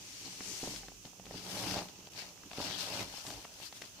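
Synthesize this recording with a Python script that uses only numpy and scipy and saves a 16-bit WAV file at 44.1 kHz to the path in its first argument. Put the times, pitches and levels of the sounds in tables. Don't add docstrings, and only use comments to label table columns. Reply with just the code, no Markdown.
import sys
import numpy as np
from scipy import signal
from scipy.fft import rfft, irfft
from scipy.io import wavfile

SR = 44100
rng = np.random.default_rng(int(sys.argv[2]) if len(sys.argv) > 2 else 0)


def log_audio(samples):
    frames = np.atleast_2d(samples).T
    limited = np.clip(frames, -1, 1)
    pcm = np.round(limited * 32767).astype(np.int16)
    wavfile.write(sys.argv[1], SR, pcm)


N = 176400
T = np.arange(N) / SR
FREQ_HZ = np.fft.rfftfreq(N, 1 / SR)


def amp(db):
    return 10 ** (np.asarray(db) / 20)


def unit(x):
    return x / np.sqrt(np.mean(x ** 2) + 1e-20)


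def envelope(curve, column=1):
    rows = np.array(curve)
    return amp(np.interp(T, rows[:, 0], rows[:, column], left=-np.inf, right=-np.inf))


def add(mix, start_s, sound):
    part = mix[:, max(round(start_s * SR), 0):][:, :sound.shape[1]]
    part += sound[:, :part.shape[1]]


def colour(x, spectrum):
    hz, *sides = np.transpose(spectrum)
    f = abs(np.fft.fftfreq(4096, 1 / SR))
    log_gain = np.log(amp([np.interp(np.log(f + 1), np.log(hz), side) for side in sides]))
    taps = np.fft.ifft(np.exp(np.conj(signal.hilbert(log_gain)))).real[:, :2048]
    return unit(signal.fftconvolve(np.atleast_2d(x), taps, axes=1)[:, :N])


def slips(per_s, spread_db, channels=2):
    size = amp(spread_db * np.minimum(rng.exponential(1, N), 5))
    occurs = rng.random(N) < per_s / SR
    return size * occurs * rng.standard_normal((channels, N))


def judder(cutoff_hz, depth_db):
    slow_noise = irfft(rfft(rng.standard_normal(N)) / (1 + (FREQ_HZ / cutoff_hz) ** 4), N)
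    return amp(depth_db * unit(slow_noise))


# time_s, hiss_db, fizz_db
SLIDE_LEVELS = [(0, -55.5, -66), (0.27, -51, -64), (0.405, -52, -65), (0.44, -49, -60), (0.5, -49.5, -55),
                (0.66, -46.5, -57.5), (0.78, -50, -59), (0.825, -56, -71), (1.0, -67, -69),
                (1.07, -58.5, -69), (1.13, -67, -72), (1.25, -68, -71)]
# frequency_hz, left_db, right_db
SLIDE_SPECTRUM = [(300, -28, -32), (1020, -21.5, -17.5), (1470, -16, -16.5), (2000, -10, -14.5),
                  (2880, -7.5, -8), (3600, -8, -15), (4400, -3, -14), (5260, -4, -12), (5870, -3, -6.5),
                  (7030, -10, -8.5), (10000, -19, -20.5), (15000, -36, -25)]
FINE_SLIPS_PER_S = 19600

def slide(gain_db=3):
    hiss = colour(slips(FINE_SLIPS_PER_S, spread_db=0), SLIDE_SPECTRUM)
    return amp(gain_db) * envelope(SLIDE_LEVELS) * hiss


# time_s, hiss_db, fizz_db
RUB_LEVELS = [(1.25, -67, -68), (1.31, -60, -67), (1.36, -52.5, -64), (1.43, -54.5, -62),
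              (1.52, -48, -52.5), (1.71, -43, -53), (1.79, -45, -59), (1.84, -56, -62), (1.95, -64, -74),
              (2.13, -64, -68), (2.19, -45.5, -64), (2.26, -56.5, -65.5), (2.35, -68.5, -71),
              (2.49, -64, -70), (2.57, -51, -62), (2.64, -44.5, -53), (2.69, -45, -62), (2.77, -47, -57),
              (2.81, -43.5, -51.5), (2.87, -47, -56), (3.02, -44, -55.5), (3.06, -54.5, -61.5),
              (3.13, -53.5, -61.5), (3.18, -50, -59), (3.23, -55, -61.5), (3.28, -53, -53.5),
              (3.35, -53.5, -61.5), (3.5, -64, -66.5), (3.58, -58.5, -63.5), (3.66, -52.5, -56.5),
              (3.71, -68.5, -69), (3.77, -54.5, -59), (3.8, -63.5, -66), (3.84, -54.5, -65),
              (3.92, -66.5, -67.5), (4, -60, -71)]
# frequency_hz, left_db, right_db
RUB_SPECTRUM = [(300, -21, -35), (990, -12, -0.5), (1400, -4, -3), (2030, -2.5, -7.5), (2850, 4.5, -5.5),
                (3700, 1, -5.5), (4600, 5.5, -8), (5800, 2.5, -6.5), (6800, -8.5, -6.5),
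                (10100, -19.5, -20), (15100, -28, -14.5)]
HAND_SLIPS_PER_S, HAND_SPREAD_DB = 9800, 1.5

def rub(gain_db=3.5, echo_s=0.000614, echo_db=-11):
    direct = slips(HAND_SLIPS_PER_S, HAND_SPREAD_DB)
    samples = np.arange(N)
    delay = echo_s * SR * judder(cutoff_hz=8.65, depth_db=2.5)
    echo = np.array([np.interp(samples - delay, samples, side) for side in direct])
    return amp(gain_db) * envelope(RUB_LEVELS) * colour(direct + amp(echo_db) * echo, RUB_SPECTRUM)


# frequency_hz, left_db, right_db
FIZZ_SPECTRUM = [(2980, -6.5, -64), (6200, 3, -6.5), (8700, -4, -2.5), (10800, -6.5, -5), (12800, -9.5, -6),
                 (16300, -22, -21)]

def fizz(gain_db=5.5):
    strength = envelope(SLIDE_LEVELS, column=2) + envelope(RUB_LEVELS, column=2)
    return amp(gain_db) * strength * colour(slips(FINE_SLIPS_PER_S, spread_db=-1), FIZZ_SPECTRUM)


# centre_s, half_width_s, centre_hz, level_db (relative)
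FINGER_RASPS = [(0.264, 0.017, 4400, -51), (0.51, 0.089, 6200, -47), (1.4, 0.082, 4650, -53.5),
                (2.2, 0.0078, 4000, -52), (2.639, 0.038, 4670, -44.5), (2.735, 0.041, 3700, -44),
                (2.80, 0.022, 4800, -43.5), (2.835, 0.029, 3700, -45.5), (3.007, 0.033, 2350, -49.5),
                (3.2, 0.033, 5800, -53), (3.632, 0.016, 3020, -50), (3.663, 0.026, 4600, -48.5)]

def rasps(width_octaves=0.48, left_db=3, right_db=-20):
    out = np.zeros((2, N))
    slip_spectrum = rfft(slips(HAND_SLIPS_PER_S, HAND_SPREAD_DB))
    for centre_s, half_s, hz, db in FINGER_RASPS:
        detuning = np.log2((FREQ_HZ + 1) / hz) / width_octaves
        band = unit(irfft(slip_spectrum / (1 + detuning ** 2) ** 2, N))
        out += amp(db) * np.exp(-((T - centre_s) / half_s) ** 2) * band
    return out * amp([[left_db], [right_db]])


# time_s, bass_db, middle_db
DRUM_LEVELS = [(0, -62.5, -62), (0.2, -68.5, -68), (0.26, -53, -54.5), (0.33, -63.5, -63),
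               (0.5, -53, -56.5), (0.61, -65, -58), (0.645, -51, -48), (0.74, -55, -57), (0.82, -61.5, -61),
               (1.0, -68, -77), (1.07, -62, -57), (1.11, -72, -69), (1.3, -57, -58.5), (1.36, -56, -60),
               (1.43, -57, -55), (1.57, -49, -43), (1.675, -43.5, -39.5), (1.73, -47.5, -48),
               (1.78, -47, -38), (1.825, -50, -49), (1.93, -65, -63), (2.13, -63, -62.5),
               (2.2, -60.5, -51.5), (2.34, -66, -62), (2.42, -70, -62.5), (2.46, -56.5, -64),
               (2.53, -74, -60.5), (2.6, -51, -43), (2.7, -49, -46.5), (2.77, -55, -51.5),
               (2.87, -58.5, -45), (2.95, -51.5, -45), (3.02, -47, -38.5), (3.06, -58.5, -55.5),
               (3.22, -74, -59), (3.28, -55, -50), (3.38, -56.5, -53), (3.48, -73.5, -62.5),
               (3.63, -62.5, -57), (3.7, -75, -71), (3.84, -61, -58.5), (3.92, -79, -71), (4, -67, -57)]
# frequency_hz, gain_db
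BASS_SPECTRUM = [(30, -17), (70, -11), (110, 3), (150, -6.5), (185, 7.5), (225, -8.5), (265, 1), (340, -2),
                 (450, -4), (700, -21), (1500, -53)]
# frequency_hz, gain_db
MIDDLE_SPECTRUM = [(100, -36.5), (300, -22.5), (400, -6.5), (465, -1), (530, -1.5), (600, 4), (700, 1.5),
                   (810, 1.5), (960, -1.5), (1150, -8.5), (1380, -11.5), (1600, -17), (2500, -12.5),
                   (6000, -111)]

def drumming(catches_per_s=1500, spread_db=1.7, bass_db=3, middle_db=-2.5):
    catches = slips(catches_per_s, spread_db, channels=1) + 0.24 * slips(catches_per_s, spread_db)
    bass = amp(bass_db) * envelope(DRUM_LEVELS) * colour(catches, BASS_SPECTRUM)
    middle = amp(middle_db) * envelope(DRUM_LEVELS, column=2) * colour(catches, MIDDLE_SPECTRUM)
    return bass + middle


def damped_pulse(t, hz, damping):
    pulse = np.sin(2 * np.pi * hz * t) * t * np.exp(-damping * hz * t)
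    return pulse / abs(pulse).max()


# start_s, level_db (relative), pitch_hz
PADDING_BUMPS = [(0.4077, -35.5, 366), (0.483, -45, 400), (0.631, -30, 370), (.638, -33, 700),
                 (0.643, -39, 328), (0.6748, -28.5, 526), (0.739, -37.5, 510), (0.885, -40, 574),
                 (.919, -42.5, 630), (1.051, -39.5, 510), (1.058, -43.5, 257), (1.133, -44.5, 800),
                 (1.1977, -39.5, 630), (1.2661, -40, 447), (1.3104, -33, 580), (1.342, -36, 560),
                 (1.35, -42, 300), (1.358, -38.5, 345), (1.669, -37, 250), (1.689, -44, 330),
                 (1.72, -35, 165), (1.741, -31, 670), (1.761, -37, 643), (1.768, -28, 590),
                 (1.821, -33, 800), (1.990, -45.5, 326), (2.074, -42, 615), (2.2235, -39.5, 610),
                 (2.5159, -37, 740), (2.5345, -37, 800), (2.584, -28, 380), (2.6026, -25.5, 650),
                 (2.915, -44, 450), (3.140, -36.5, 705), (3.182, -39, 650), (3.252, -37, 746),
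                 (3.279, -49, 254), (3.3055, -34, 750), (3.4515, -35, 940), (3.376, -44.5, 500),
                 (3.601, -40.5, 800), (3.7266, -38, 800), (3.8189, -40.5, 584), (3.992, -46, 600)]
# frequency_hz, gain_db, t60_s
POCKET_MODES = [(189, -13, 0.093), (263, -8.5, 0.049), (760, -16.5, 0.033)]

def bumps():
    out, t = np.zeros((2, N)), np.arange(SR // 8) / SR
    stretches = 1 + 0.1 * rng.uniform(-0.73, 1, (len(PADDING_BUMPS), len(POCKET_MODES)))
    for (start_s, db, push_hz), mode_stretches in zip(PADDING_BUMPS, stretches):
        push = damped_pulse(t, push_hz, damping=3.4)
        ring = np.zeros_like(t)
        for (mode_hz, mode_db, t60_s), stretch in zip(POCKET_MODES, mode_stretches):
            decay = amp(mode_db - 60 * t / t60_s)
            ring += mode_hz / push_hz * decay * np.sin(2 * np.pi * mode_hz * stretch * t)
        onset = np.minimum(push_hz * t, 1)
        add(out, start_s, -amp(db) * (push + ring * onset)[None])
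    return out


# start_s, level_db (relative), pitch_hz
LACE_TICKS = [(0.4064, -30, 1900), (0.762, -25, 4500), (.833, -38.5, 2000), (0.8834, -35, 3940),
              (.8838, -38, 1400), (1.0517, -36, 4040), (1.054, -33, 4200), (1.1975, -41.5, 2470),
              (1.256, -35, 3600), (1.267, -38.5, 2460), (1.31, -38, 1520), (1.712, -20, 4500),
              (1.7826, -30, 2820), (1.8861, -34.5, 3500), (2.071, -33.5, 3600), (2.135, -35.5, 4500),
              (2.2224, -35, 2400), (2.377, -44.5, 1690), (2.435, -40, 1400), (2.514, -32, 2750),
              (2.5328, -29, 3460), (2.578, -30, 3500), (2.615, -22, 3930), (2.647, -29, 4730),
              (3.0076, -26, 4200), (3.267, -23.5, 5100), (3.274, -28, 7000), (3.3037, -26, 3600),
              (3.447, -34, 2800), (3.4523, -40, 2000), (3.7262, -30.5, 4050), (3.7271, -45, 1590),
              (3.817, -31, 4200), (3.8172, -35.5, 10000), (3.8202, -30.5, 1920), (3.8208, -27.5, 4600),
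              (3.84, -38, 1750), (3.8587, -37, 4170)]

def ticks(crack_db=-11, skips_db=-0.5, skip_decay_s=0.0033, right_db=-5.5):
    out, t = np.zeros((2, N)), np.arange(SR // 30) / SR
    impulse = t == 0
    for start_s, db, hz in LACE_TICKS:
        snap = damped_pulse(t, hz, damping=3.27) + amp(crack_db) * impulse
        skips = rng.standard_normal((2, len(t))) ** 3 * np.exp(-t / skip_decay_s) * (t > 0.0005)
        drive = impulse + amp(skips_db) * skips / np.linalg.norm(skips, axis=1, keepdims=True)
        add(out, start_s, amp(db) * signal.fftconvolve(drive, snap[None], axes=1))
    return out * amp([[0], [right_db]])


# start_s, pitch_hz, level_db (relative)
LEATHER_SQUEAKS = [(0.828, 830, -54), (1.756, 693, -37.5)]

def squeaks(rise_s=0.009, sag_s=0.23):
    out, t = np.zeros((2, N)), np.arange(SR // 10) / SR
    swell = t / rise_s * np.exp(1 - t / rise_s)
    for start_s, hz, db in LEATHER_SQUEAKS:
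        phase = 2 * np.pi * np.cumsum(hz * np.exp(-t / sag_s)) / SR
        add(out, start_s, amp(db) * (swell * np.sin(phase))[None])
    return out


# centre_s, half_width_s, pitch_hz, level_db
CUSHION_SHUDDERS = [(0.798, 0.2, 45, -57), (1.32, 0.11, 45.7, -61), (1.765, 0.065, 58.2, -61),
                    (3.065, .1, 56, -59), (3.378, .03, 51.6, -54)]

def cushion():
    return sum(amp(db) * np.exp(-((T - centre_s) / half_s) ** 2) * np.sin(2 * np.pi * hz * (T - centre_s))
               for centre_s, half_s, hz, db in CUSHION_SHUDDERS)


def reflections(x, decay_s=0.011):
    taps = np.zeros((2, SR // 50))
    delay_s = rng.uniform(0.0008, 0.012, (2, 10))
    gains = rng.choice([-1., 1.], delay_s.shape) * np.exp(-delay_s / decay_s)
    np.put_along_axis(taps, (delay_s * SR).astype(int), gains, axis=1)
    return signal.fftconvolve(x, taps / np.linalg.norm(taps[0]), axes=1)[:, :N]


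# frequency_hz, t60_s
ROOM_DECAY = [(100, 0.27), (500, 0.59), (3000, 0.12), (12000, 0.18)]

def reverberation(x):
    hz, t, noise = signal.stft(rng.standard_normal((2, SR // 2)), SR, nperseg=256)
    band_hz, band_t60_s = np.transpose(ROOM_DECAY)
    t60_s = np.interp(np.log(hz + 1), np.log(band_hz), band_t60_s)
    decay = amp(-60 * t / t60_s[:, None])
    tail = signal.istft(noise * decay * (t > 0.004), SR, nperseg=256)[1]
    return signal.fftconvolve(x, tail / np.linalg.norm(tail[0]), axes=1)[:, :N]


# frequency_hz, left_db, right_db
NOISE_SPECTRUM = [(20, -29, -51), (45, 10.5, 8), (108, 8.5, 2), (197, -1, 4.5), (400, 0, 0),
                  (850, -11, -4.5), (1200, -5, -6.5), (2110, -14, -11.5), (2600, -4, 4.5), (3600, -9, -2.5),
                  (4500, -12, -8), (5080, -16, 2.5), (6200, -5, 9), (7900, -41.5, -2.5), (9200, -23, -9.5),
                  (15500, -9.5, -8)]

def room_noise(level_db=-56.5, coherent_below_hz=800):
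    coherence = 0.75 / (1 + (FREQ_HZ / coherent_below_hz) ** 2)
    noise = rfft(rng.standard_normal((3, N)))
    stereo = irfft(np.sqrt(coherence) * noise[0] + np.sqrt(1 - coherence) * noise[1:], N)
    return amp(level_db) * colour(stereo, NOISE_SPECTRUM)


def scene():
    hiss = slide() + (rub() + fizz()) * judder(cutoff_hz=140, depth_db=1.02)
    hiss += rasps()
    mitt = hiss + amp(-11.5) * reflections(hiss) + ticks()
    mitt += (drumming() + bumps() + squeaks()) * amp([[-2], [0]])
    return mitt + amp(-20.5) * reverberation(mitt) + cushion() + room_noise()


def record(dry):
    dip_at_s, dip_half_s, dip_db, cutoff_hz = 2.096, 0.0046, -9, 15600
    dip = amp(dip_db * np.exp(-((T - dip_at_s) / dip_half_s) ** 2))
    low_pass = signal.firwin(511, cutoff_hz, window=("kaiser", 9), fs=SR)
    return signal.oaconvolve(dry * dip, low_pass[None], "same")


dry = scene()
out = record(dry)
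log_audio(out)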